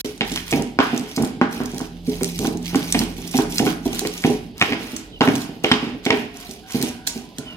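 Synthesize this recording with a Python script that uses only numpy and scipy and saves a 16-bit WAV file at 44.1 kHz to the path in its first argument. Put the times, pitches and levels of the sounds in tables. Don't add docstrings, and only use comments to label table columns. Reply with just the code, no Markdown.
import sys
import numpy as np
from scipy import signal
from scipy.fft import rfft, irfft, next_fast_len
from scipy.io import wavfile

SR = 44100
rng = np.random.default_rng(int(sys.argv[2]) if len(sys.argv) > 2 else 0)


def waveform_to_disk(signal):
    frames = np.transpose(np.atleast_2d(signal))
    scaled = np.clip(frames, -1, 1) * 32767
    samples = np.round(scaled).astype(np.int16)
    wavfile.write(sys.argv[1], SR, samples)


def volts_from_decibels(level):
    exponent = np.asarray(level, float) / 20
    return 10 ** exponent


N = 333396

# f/Hz, level/dB, T60/s
TABLE_MODES = [(119, -5.5, 0.063), (168.7, -1, 0.06), (239, 4, 0.012), (242, 8, 0.051), (291.3, 0.5, 0.074),
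               (317.4, -1, 0.1), (392.2, -3.5, 0.1), (423, -6, 0.18), (481, -3, 0.044), (594, -9, 0.051)]
# f/Hz, level/dB, T60/s
RIM_MODES = [(670, 1.5, 0.026), (792, -1, 0.052), (924, -6, 0.023)]
# f/Hz, level/dB, T60/s
STONE_MODES = [(1080, 10, 0.011), (1290, -38, 0.02), (1470, 6.5, 0.016), (1930, -1.5, 0.051),
               (2230, 3, 0.03), (2490, 3.5, 0.023), (2800, 7.5, 0.018), (3170, 6.5, 0.018),
               (3640, -1, 0.025), (4460, 8, 0.0049), (5000, 1, 0.014)]

# t/s, peak level/dB, rim mode level/dB, leading f/Hz
PRESSES = [(0.046, -16, -13, 474), (0.211, -11.5, -6.5, 242), (0.524, -8, -8, 300),
           (0.7883, -7.5, -10, 292), (0.93, -12.5, -11, 254), (1.174, -10, -10, 256), (1.414, -10, -2, 247),
           (1.603, -15.5, -7, 242), (2.077, -6.5, -49, 242), (2.213, -10, -20, 386), (2.392, -8, -26, 162),
           (2.447, -13.5, -4, 262), (2.747, -4, -13, 250), (2.946, -8.5, -4.5, 230),
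           (3.343, -12, -5.5, 255), (3.386, -8, -8, 387), (3.6, -5, -7.5, 275), (3.662, -8.5, -5, 235),
           (4.05, -10, -10, 394), (4.246, -5.5, -3, 217), (4.615, -15.5, -2.5, 292),
           (4.719, -14.5, -3.5, 296), (5.207, -2.5, -5, 272), (5.274, 0.5, -12, 250),
           (5.641, -5.5, -6, 467), (5.7143, -7, -9, 232), (6.062, -9, -5, 436), (6.102, -8, -1, 428),
           (6.745, -9.5, -19, 230), (7.385, -14, -27, 198)]
# t/s, peak level/dB
ROCKS = [(0.315, -19), (0.571, -13.5), (1.234, -12), (1.335, -53), (1.549, -24), (1.735, -18), (1.806, -14),
         (2.548, -20), (2.827, -44), (3.003, -8), (3.182, -23.5), (3.857, -10), (3.931, -19), (4.829, -26),
         (4.932, -21), (4.982, -59), (5.336, -42), (5.492, -20.5), (5.868, -19.5), (6.49, -26),
         (6.832, -14), (6.889, -35), (7.075, -27.5), (7.158, -20.5)]
# t/s, peak level/dB, leading f/Hz
SLIPS = [(0.539, -6.5, 290.0), (0.55, -9, 180.0), (0.593, -8.5, 250.0), (0.612, -20, 312),
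         (0.818, -16, 410.0), (0.861, -18, 300.0), (0.953, -12.0, 250.0), (0.964, -15, 230.0),
         (1.009, -18, 250.0), (1.183, -13.5, 260.0), (1.199, -9, 260.0), (1.213, -10.0, 270.0),
         (1.377, -25, 240.0), (1.423, -10.5, 250.0), (1.434, -13, 370.0), (1.569, -20.5, 260.0),
         (1.627, -19, 286), (1.755, -17.5, 260.0), (2.096, -26, 290.0), (2.126, -41, 210.0),
         (2.414, -17.0, 250.0), (2.429, -10.5, 233), (2.47, -11.5, 308), (2.731, -12.5, 200.0),
         (2.858, -25, 210.0), (2.971, -13, 190.0), (3.022, -14.5, 250.0), (3.035, -28, 340.0),
         (3.244, -22, 220.0), (3.351, -8.5, 260.0), (3.53, -16.5, 240.0), (3.624, -3.5, 350.0),
         (3.65, -6.5, 284), (4.015, -13.5, 406), (4.266, -6.5, 320.0), (4.297, -10.5, 418),
         (4.626, -15, 272), (4.684, -11.5, 385), (4.705, -17, 290.0), (4.745, -16, 328),
         (4.801, -21, 270.0), (4.985, -22.5, 262), (5.236, -11, 310.0), (5.31, -16, 250.0),
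         (5.347, -16, 270.0), (5.376, -15.5, 268), (5.826, -14, 275), (5.947, -19, 250.0),
         (6.124, -5, 410.0), (6.139, -11, 260.0), (6.802, -13.5, 262), (7.177, -37, 300.0)]
ROCK_RIM_DB, ROCK_HZ = -12.5, 250
SLIP_DB, SLIP_RIM_DB = -3, -13
JUDDER_S = 0.01212
TABLE_CUT_HZ = 96

# t/s, peak level/dB, level of modes above 1.8 kHz/dB, bounce delay/ms, leading f/Hz
KNOCKS = [(0.209, -73, -20, 8.1, 2800), (0.2154, -31, -46, 4.1, 2000), (0.361, -51, -28.5, 7, 3250),
          (0.375, -57, -30, 6.1, 3260), (0.394, -52, -51, 6.8, 3200), (0.5268, -39, -23.5, 8.7, 2520),
          (0.7889, -1, -22.5, 14.1, 2800), (1.179, -18.5, -36, 3.3, 2360), (1.2358, -19.5, -47, 4.1, 2400),
          (1.4139, -2.5, -25.5, 5.6, 1950), (1.6033, -18.5, -58, 11, 2300), (1.804, -22, -45, 7.7, 2500),
          (2.2102, -31, -36.5, 5.4, 2200), (2.451, -18.5, -44, 3.5, 2300), (2.7466, -14.5, -28, 10, 2480),
          (2.946, -44, -22.5, 4.4, 2480), (3.015, -21, -30.5, 4.2, 3000), (3.3403, -33, -32, 5.6, 2600),
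          (3.3882, -14.5, -32, 7.1, 2300), (3.5938, -45, -24.5, 4.3, 2230), (3.6668, -13, -26, 8.1, 2320),
          (4.051, -27, -32, 8.3, 2400), (4.239, -34, -24.5, 12, 2620), (4.247, -32, -28.5, 4.6, 2800),
          (4.6137, -18, -11.5, 10, 2300), (4.7231, -33, -24.5, 9.3, 2300), (5.2083, -3.5, -18.5, 7.4, 3050),
          (5.2195, -8, -36, 2.8, 1980), (5.2754, -15, -21, 11.6, 2050), (5.644, -23, -19, 2.35, 2800),
          (5.7152, -7, -13, 4.5, 3080), (6.0636, -35, -23, 4, 2370), (6.1043, -34, -15, 1.7, 2500)]
LEAD_DB_PER_OCTAVE = 15
BOUNCE_DB, BOUNCE_LOW_DB = 5, -5
HARD_DB, BOUNCE_LOSS = 16, 0.2
CHATTER_MS, CHATTER_DB = 2.2, -2.5
CONTACT_HZ = 6170
HAND_DAMPING = 0.75
FAR_DAMPING, FAR_DB = 0.34, 10

# t/s, length/s, stone scrape level/dB, pulp crackle level/dB
STROKES = [(0.0, 0.011, -30, -37.5), (0.277, 0.11, -37, -43.5), (0.48, 0.1, -32, -43),
           (0.829, 0.087, -23, -51), (0.933, 0.14, -34, -56), (1.15, 0.12, -36, -51),
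           (1.075, 0.021, -45, -48.5), (1.528, 0.052, -31.5, -45), (1.627, 0.2, -41.5, -53.5),
           (2.077, 0.2, -39, -44.5), (2.2, 0.21, -49, -47), (2.387, 0.086, -38, -43),
           (2.63, 0.055, -41, -49), (2.695, 0.32, -34, -42.5), (2.918, 0.21, -58, -54.5),
           (3.185, 0.095, -40, -49), (3.344, 0.056, -31, -41.5), (3.511, 0.17, -37, -39.5),
           (3.861, 0.21, -33, -43.5), (4.143, 0.0091, -31.5, -39.5), (4.23, 0.08, -31, -44.5),
           (4.32, 0.079, -50, -66), (4.606, 0.14, -25, -50), (4.775, 0.19, -33, -51.5),
           (5.242, 0.16, -63, -46.5), (5.322, 0.14, -34.5, -50), (5.66, 0.085, -48, -52),
           (5.666, 0.18, -25, -59), (6.054, 0.15, -30, -53), (6.353, 0.056, -35.5, -51),
           (6.45, 0.086, -46, -49.5), (6.699, 0.17, -32, -44), (7.075, 0.12, -41.5, -53),
           (7.37, 0.17, -39.5, -63)]
BITE_DB_PER_S, LIFT_DB_PER_S, IDLE_DB = 464, 171, -68.5
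RUMBLE_DB, RUMBLE_SWELL_S, RUMBLE_REST_DB = -30, 0.033, -49

# t/s, peak level/dB, f/Hz, length/ms
CRACKS = [(0.3164, -17.5, 7900, 4.4), (0.3586, -8.5, 4020, 2.5), (0.509, -11, 5200, 1.67),
          (0.9762, -13, 5600, 2.25), (1.1618, -15.5, 5600, 4.2), (1.222, -14.5, 10000, 3),
          (1.7811, -11, 5900, 1.56), (2.2185, -22, 10500, 1.2), (2.2325, -3.5, 9900, 1.1),
          (2.38, -18, 11200, 0.81), (2.39, -8.5, 7900, 1.43), (2.4698, -10.5, 5000, 2.2),
          (2.7564, -6.5, 5540, 1.46), (2.9239, 0.5, 6430, 1.88), (2.99, -4.5, 5400, 2.65),
          (3.3116, -22.5, 11300, 5.1), (3.3764, -12.5, 4960, 3.2), (3.5569, -13, 9900, 1.6),
          (3.5815, -2.5, 5450, 2.46), (3.727, -22, 10900, 1.9), (3.9465, -13.5, 7390, 2.05),
          (3.9926, -0.5, 5660, 0.8), (4.0717, -5.5, 4620, 1.1), (4.177, -21, 7500, 3.3),
          (4.964, -15.5, 5450, 3.84), (5.3534, -12.5, 5150, 2.2), (5.4166, -15.5, 4770, 3.1),
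          (4.6075, -19, 3000, 2), (5.6375, -18.5, 13000, 2.6), (5.689, -31, 12200, 2),
          (5.703, -36, 12000, 1.7), (6.0524, -11, 4200, 2.85), (6.8256, -1, 10100, 1.17),
          (7.0699, -4, 4860, 5.1), (7.3834, -13.5, 5000, 2.33)]
# t/s, peak level/dB
SNAPS = [(0.0588, -22), (0.177, -26), (0.622, -14.5), (0.9625, -20), (1.2473, -15), (1.6573, -18),
         (1.7155, -24), (2.07, -22), (2.5716, -23), (2.6574, -17.5), (3.2753, -17), (3.4203, -11.5),
         (3.5224, -18), (3.86, -20), (3.929, -21), (4.136, -32), (4.2204, -19), (4.3014, -16.5),
         (4.5705, -36), (4.5968, -22), (4.83, -26), (6.039, -33), (6.4932, -27), (6.51, -21), (6.7067, -20),
         (6.814, -14), (6.889, -19)]
# t/s, peak level/dB, f/Hz
TICKS = [(0.5154, -8, 5910), (0.8589, -26, 4820), (0.8714, -33, 6230), (0.946, -21, 5300),
         (0.9954, -16, 5500), (1.0104, -24, 6510), (1.074, -32, 5530), (1.1348, -28, 5700),
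         (1.1702, -14, 5400), (1.254, -18, 5360), (1.2734, -18, 5750), (1.545, -25, 4690),
         (1.6352, -20, 5630), (1.7454, -19, 5320), (1.793, -14, 5450), (1.8114, -17, 5560),
         (1.8294, -35, 5300), (2.0517, -38, 5020), (2.2035, -26, 9810), (2.2444, -1.5, 5340),
         (2.4457, -13, 5590), (2.6284, -22, 4440), (2.647, -22, 5400), (2.6838, -43, 6400),
         (3.0365, -15, 5400), (3.1727, -27, 7310), (3.218, -20, 10700), (3.3554, -29, 5020),
         (3.5722, -14, 9810), (3.5895, -6, 5070), (3.9547, -13, 7370), (4.0104, -23, 5670),
         (4.152, -25, 5270), (4.2342, -26, 4690), (4.266, -30, 6490), (4.2832, -19, 4820),
         (4.5805, -18, 4500), (5.361, -12, 5170), (6.1723, -20, 5100), (6.3709, -21, 7340),
         (6.4024, -21.5, 10900), (6.4323, -38, 5230), (6.4557, -39, 5570), (6.6874, -28, 5370),
         (6.7226, -13, 5110), (6.7436, -21, 11900), (6.801, -37, 5150), (7.0804, -20, 5440)]
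SNAP_HZ, SNAP_MS = 5200, 2.0
TICK_MS, TICK_DB = 0.53, -1
SPIT_DB = -10
SPLIT = 11

# f/Hz, level per Hz/dB
PULP = [(900, -35), (1700, -13), (2300, 2), (3900, -0.5), (5700, 0.5), (7600, -8.5), (11500, -1.5),
        (16000, -12.5)]
HISS_FLICKER_DB, CLUMP_DB, PRICK_SHARE = 3.5, 3, 0.8
BOWL_SHARE = 0.22
ECHO_SET_S = 0.015

# f/Hz, T60/s
KITCHEN_T60 = [(150, 1), (500, 0.16), (1500, 0.59), (4000, 0.4), (10000, 0.35)]
# f/Hz, level/dB
WET = [(150, -9), (500, -3.5), (1500, 2.5), (4000, 1), (10000, 4)]
ROOM_BUILD_S, ROOM_PATTERN_S = 0.012, 0.11
KNOCK_WET_DB, PULP_WET_DB = -7, -11
WALL_ECHO_S, WALL_ECHO_DB = 0.022, -15

# t/s, firing order level/dB
ENGINE = [(0.0, -39.5), (0.63, -30), (0.76, -55), (2.15, -30), (2.36, -30), (2.92, -29.5), (3.2, -33),
          (3.58, -30.5), (4.9, -39), (5.39, -46), (5.62, -47), (7.31, -53), (7.56, -33)]
ENGINE_HZ, FLUTTER_DB = 42.95, 5
ENGINE_MEAN_DB, FOURTH_DB, FOURTH_SWING = -34, -42.5, 2.8
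# start t/s, end t/s, start f/Hz, end f/Hz, width/Hz, level/dB
YARD = [(5.08, 5.2, 3830, 4000, 64, -55), (5.121, 5.194, 3180, 2820, 65, -48),
        (6.618, 7.208, 1537, 1534, 318, -51), (7.366, 7.559, 1450, 1430, 198, -51.5),
        (6.616, 7.117, 758, 750, 39.76, -50), (6.755, 7.15, 1004, 940, 60.6, -53.5),
        (7.198, 7.56, 970, 1046, 50.3, -58), (6.304, 6.613, 709, 713, 39.9, -52),
        (7.15, 7.559, 725, 746, 201.3, -57), (7.41, 7.56, 627, 630, 33.9, -46.5),
        (7.448, 7.552, 3080, 2800, 170, -39)]
# f/Hz, level per Hz/dB
AIR = [(18, -43), (42, 15), (103, 1), (245, 2.5), (345, -42), (423, -29), (544, -14), (766, -5.5),
       (1260, -54), (2880, -9.5), (5090, -15.5), (7000, -56), (9100, -61), (15400, -120)]
AIR_DB = -33

# f/Hz, level/dB
PORTS = [(60, -3), (400, -3), (800, -2), (1500, -.5), (2800, -3.5), (5500, -5), (10000, -3.5), (15000, -4)]
PORT_LAG = 6
GAP_S = (0.013, 0.0455)
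CUTOFF_HZ = 16350


def pushes():
    rocks = [(s, db, ROCK_RIM_DB, ROCK_HZ) for s, db in ROCKS]
    slips = [(s, db + SLIP_DB, SLIP_RIM_DB, hz) for s, db, hz in SLIPS]
    return np.transpose(PRESSES + rocks + slips)


def thuds(count=3):
    s, peak_db, rim_db, lead_hz = pushes()
    late = rng.random((len(s), count)) * (np.arange(count) > 0)
    times = (s[:, None] + late * JUDDER_S).ravel()
    push_db = (peak_db[:, None] - 8.0 - 3 * (late > 0) - 8 * late).ravel()
    octaves = np.log2(np.array(TABLE_MODES)[:, 0] / np.repeat(lead_hz, count)[:, None])
    table_db = push_db[:, None] - 8.5 * np.abs(octaves)
    low = strike(TABLE_MODES, times, table_db, spread_db=np.e)
    rim_push_db = push_db + np.repeat(rim_db, count) + 2.5
    rim_level_db = np.outer(rim_push_db, np.ones(len(RIM_MODES)))
    return low + strike(RIM_MODES, times, rim_level_db, spread_db=np.e)


def knocks(count=4):
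    s, peak_db, high_db, bounce_ms, lead_hz = np.transpose(KNOCKS)
    mode_hz = np.array(STONE_MODES)[:, 0]
    high = mode_hz > 1800
    off_db = LEAD_DB_PER_OCTAVE * np.abs(np.log2(mode_hz / lead_hz[:, None]))
    first_db = np.where(high, high_db[:, None] - off_db - 4.5, peak_db[:, None] - 13.5)

    back_db = BOUNCE_DB + BOUNCE_LOSS * (high_db[:, None] - HARD_DB) + BOUNCE_LOW_DB * ~high
    times = np.concatenate([s, s + bounce_ms / 1000])
    level_db = np.concatenate([first_db, first_db + back_db])

    late = (np.arange(count) + rng.random((len(times), count))) / count * CHATTER_MS / 1000
    chatter_db = np.where(high, level_db, -120)[:, None] + CHATTER_DB * np.arange(count)[:, None]
    all_times = np.append(times, times[:, None] + late)
    all_db = np.concatenate([level_db, chatter_db.reshape(-1, len(STONE_MODES))])

    held = [(hz, db + 2.5, t60 * HAND_DAMPING) for hz, db, t60 in STONE_MODES]
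    near = strike(held, all_times, all_db, spread_db=2, swing=1)
    blurred = [(hz, db + FAR_DB, t60 * FAR_DAMPING) for hz, db, t60 in STONE_MODES]
    far = strike(blurred, s, first_db, spread_db=2.5, swing=1)
    dull = signal.butter(2, CONTACT_HZ, fs=SR, output="sos")
    return signal.sosfilt(dull, [near, far])


def stroking():
    t = np.arange(0, N + 64, 64) / SR
    start, length, *levels = np.transpose(STROKES)[:, :, None]
    before_db = BITE_DB_PER_S * np.maximum(start - t, 0)
    after_db = LIFT_DB_PER_S * np.maximum(t - start - length, 0)
    curves = [np.maximum((db - before_db - after_db).max(axis=0), IDLE_DB) for db in levels]
    return [np.interp(np.arange(N) / SR, t, curve) for curve in curves]


def shaking():
    s, peak_db = pushes()[:2]
    kicks, r = np.zeros(N), np.exp(-1 / (RUMBLE_SWELL_S * SR))
    kicks[(s * SR).astype(int)] = volts_from_decibels(peak_db + RUMBLE_DB)
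    swell = signal.lfilter([1], [1, -2 * r, r * r], kicks)
    return volts_from_decibels(RUMBLE_REST_DB) + np.e * (1 - r) * swell


def grinding():
    base = rubbed(TABLE_MODES, 200, 2.5, damping=0.8)
    base = base + volts_from_decibels(-14) * rubbed(RIM_MODES, 200, 2.5, damping=0.8)
    grit = rubbed(STONE_MODES, 900, 4.0, damping=0.4)
    rumble = shaking() * volts_from_decibels(2 * drift(30)) * base
    scrape_db = stroking()[0] - 12.5 + 2 * drift(42)
    return rumble + volts_from_decibels(scrape_db) * grit


def cracks():
    length = 2000
    out, span = np.zeros(N + length), np.arange(length) / SR
    small = SNAPS + [(s, high_db + SPIT_DB) for s, _, high_db, *_ in KNOCKS]
    bursts = CRACKS + [(s, db, SNAP_HZ, SNAP_MS) for s, db in small]
    bursts = bursts + [(s, db + TICK_DB, hz, TICK_MS) for s, db, hz in TICKS]
    fibre = signal.butter(1, [2400, 9000], "band", fs=SR, output="sos")
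    tears = rng.standard_normal((len(bursts), length))
    for (s, peak_db, hz, length_ms), tear in zip(bursts, tears):
        u = span / (max(length_ms, 0.3) / 1000)
        at_split = np.arange(length) == np.argmin(np.abs(u - 1.5))
        split = SPLIT / max(length_ms, 1) * at_split
        tear = signal.sosfilt(fibre, tear * np.abs(tear) + 2 * split)
        pitched = signal.lfilter(*signal.iirpeak(hz, 1.8, fs=SR), tear)
        envelope = np.exp(-2 * (u - 1.5) ** 2) + 0.48 * np.exp(-u / 5) * (u > 1.5)
        burst = (rms_one(pitched) + 1.5 * rms_one(tear)) * envelope
        at = round((s - 0.001 * length_ms) * SR)
        out[at:at + length] += volts_from_decibels(peak_db) * burst / np.abs(burst).max()
    return out[:N]


def squelch(count=14):
    pops = grains(700 * volts_from_decibels(4.0 * drift(70)), uneven_db=3.0)
    dealt = rng.integers(0, count, N)
    rings = np.zeros(N)
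    for k, hz in enumerate(np.geomspace(2200, 14500, count)):
        rings += ring(pops * (dealt == k), hz, 1.5 / hz) * np.sqrt(hz)
    hiss = rng.standard_normal(N) * volts_from_decibels(HISS_FLICKER_DB * drift(220))
    pricks = grains(350 * volts_from_decibels(5.0 * drift(40)), uneven_db=3.5)
    pricks = signal.sosfilt(signal.butter(1, 8000, fs=SR, output="sos"), pricks)
    wet = 0.6 * rms_one(rings) + PRICK_SHARE * rms_one(pricks) + hiss
    crackle_db = stroking()[1] + 7.5 + CLUMP_DB * drift(30)
    return volts_from_decibels(crackle_db) * coloured(wet, PULP)


def off_the_dish(x, count=7):
    t = np.arange(160) / SR
    bounce = BOWL_SHARE * rng.standard_normal((count, 2, len(t))) * volts_from_decibels(-60 * t / 0.008)
    bounce[:, :, 0] = 1
    bounce = bounce / np.linalg.norm(bounce, axis=2, keepdims=True)
    slot = (np.arange(N) / SR / ECHO_SET_S).astype(int) % 400
    place = rng.integers(0, count, 400)[slot]
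    out = np.zeros((2, N))
    for k in range(count):
        out += signal.oaconvolve((x * (place == k))[None], bounce[k], axes=1)[:, :N]
    return out


def kitchen(x, count=3):
    t, tail = np.arange(int(0.8 * SR)) / SR, 0
    for hz in 125 * 2.0 ** np.arange(7):
        band = signal.butter(2, [hz / 2 ** 0.5, hz * 2 ** 0.5], "band", fs=SR, output="sos")
        fall = volts_from_decibels(-60 * t / at_hz(KITCHEN_T60, hz)) * np.clip(t / ROOM_BUILD_S, 0, 1)
        white = rng.standard_normal((count, 3, len(t))) * fall / np.sqrt(np.sum(fall ** 2))
        alike = np.clip(300 / hz, 0, 0.97)
        pair = alike * white[:, :1] + np.sqrt(1 - alike ** 2) * white[:, 1:]
        tail = tail + volts_from_decibels(at_hz(WET, hz)) * signal.sosfilt(band, pair)
    turn, size = np.arange(N) / SR / ROOM_PATTERN_S, next_fast_len(N + len(t))
    shares = np.sqrt([np.clip(1 - np.abs((turn - k) % count - 1), 0, 1) for k in range(count)])
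    spectra = rfft(x * shares, size)[:, None] * rfft(tail, size)
    return irfft(spectra.sum(axis=0), size)[:, :N]


def engine():
    first_db, = in_time(ENGINE)
    fourth_db = FOURTH_DB + FOURTH_SWING * (first_db - ENGINE_MEAN_DB)
    phase = 2 * np.pi * np.cumsum(ENGINE_HZ * (1 + 0.0076 * drift(13))) / SR
    wave = np.sin(phase) + volts_from_decibels(-5.5) * np.sin(2 * phase)
    first = volts_from_decibels(first_db - 10.0 + FLUTTER_DB * drift(10)) * wave
    return first + volts_from_decibels(fourth_db + 3.0 * drift(14)) * np.sin(4 * phase)


def yard():
    out, t = np.zeros(N), np.arange(N) / SR
    for start, end, from_hz, to_hz, width_hz, level_db in YARD:
        phase = 2 * np.pi * np.cumsum(np.interp(t, [start, end], [from_hz, to_hz])) / SR
        fade = np.clip(np.minimum(t - start, end + 0.0076 - t) / 0.023, 0, 1)
        noise = drift(width_hz) * np.sin(phase) + drift(width_hz) * np.cos(phase)
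        out += volts_from_decibels(level_db) * fade * noise
    return out


def room_tone():
    shared, own = rng.standard_normal(N), rng.standard_normal((2, N))
    return volts_from_decibels(AIR_DB - 16.0) * coloured(1.8 * shared + own, AIR)


def strike(modes, times, level_db, spread_db, swing=-1):
    at = np.clip(np.round(np.asarray(times) * SR).astype(int), 0, N - 1)
    out = np.zeros(N)
    chance = rng.standard_normal((len(at), len(modes)))
    for k, (hz, mode_db, t60) in enumerate(modes):
        clicks = np.zeros(N)
        np.add.at(clicks, at, volts_from_decibels(level_db[:, k] + mode_db + spread_db * chance[:, k]))
        out -= ring(clicks, hz, t60) * swing ** k
    return out


def rubbed(modes, per_s, uneven_db, damping):
    rings = [volts_from_decibels(db) * ring(grains(per_s, uneven_db), hz, t60 * damping) for hz, db, t60 in modes]
    return rms_one(sum(rings))


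def ring(clicks, hz, t60):
    r, w = volts_from_decibels(-60 / (t60 * SR)), 2 * np.pi * hz / SR
    return signal.lfilter([0, np.sin(w)], [1, -2 * r * np.cos(w), r * r], clicks + 1e-18)


def grains(per_s, uneven_db):
    sizes = volts_from_decibels(uneven_db * np.minimum(rng.exponential(1, N), 5)) * rng.choice([-1, 1], N)
    return sizes * (rng.random(N) < per_s / SR)


def drift(rate):
    slow = rng.standard_normal(int(N / SR * rate) + 2)
    return np.interp(np.linspace(0, len(slow) - 1, N), np.arange(len(slow)), slow)


def coloured(x, spectrum):
    hz = np.maximum(np.fft.rfftfreq(N, 1 / SR), 1)
    return rms_one(irfft(rfft(x) * volts_from_decibels(at_hz(spectrum, hz)), N))


def rms_one(x):
    return x / np.sqrt(np.mean(x ** 2) + 1e-20)


def in_time(rows):
    s, *columns = np.transpose(rows)
    return [np.interp(np.arange(N) / SR, s, c) for c in columns]


def at_hz(points, hz):
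    table_hz, value = np.array(points).T
    return np.interp(np.log(hz), np.log(table_hz), value)


def scene():
    thud = thuds() + grinding()
    knock, far_knock = knocks()
    pulp = cracks() + squelch()
    stone = thud + knock
    stone = stone + volts_from_decibels(WALL_ECHO_DB) * np.roll(stone, round(WALL_ECHO_S * SR))
    low_cut = signal.butter(2, TABLE_CUT_HZ, "high", fs=SR, output="sos")
    near = signal.sosfilt(low_cut, stone) + engine() + yard() + off_the_dish(pulp)
    near[1] = np.roll(near[1], PORT_LAG)
    room_feed = thud + volts_from_decibels(KNOCK_WET_DB) * far_knock + volts_from_decibels(PULP_WET_DB) * pulp
    both = near + kitchen(room_feed) + room_tone()
    size = next_fast_len(N + SR)
    tilt_db = at_hz(PORTS, np.maximum(np.fft.rfftfreq(size, 1 / SR), 1)) / 2
    tilt = volts_from_decibels(tilt_db * np.array([[1], [-1]]))
    return irfft(rfft(both, size) * tilt, size)[:, :N]


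def low_pass(x):
    return signal.sosfilt(signal.butter(12, 16480, fs=SR, output="sos"), x)


def record(dry):
    t = np.arange(N) / SR
    dry = dry * np.where((t > GAP_S[0]) & (t < GAP_S[1]), 0, 1)
    dry = signal.sosfilt(signal.butter(4, 38, "high", fs=SR, output="sos"), dry)
    edge = signal.cheby2(20, 70, CUTOFF_HZ, fs=SR, output="sos")
    x = signal.sosfilt(edge, 1.372 * np.tanh(dry / 1.218))
    return low_pass(np.clip(x, -1, 1))


dry = scene()
out = record(dry)
waveform_to_disk(out)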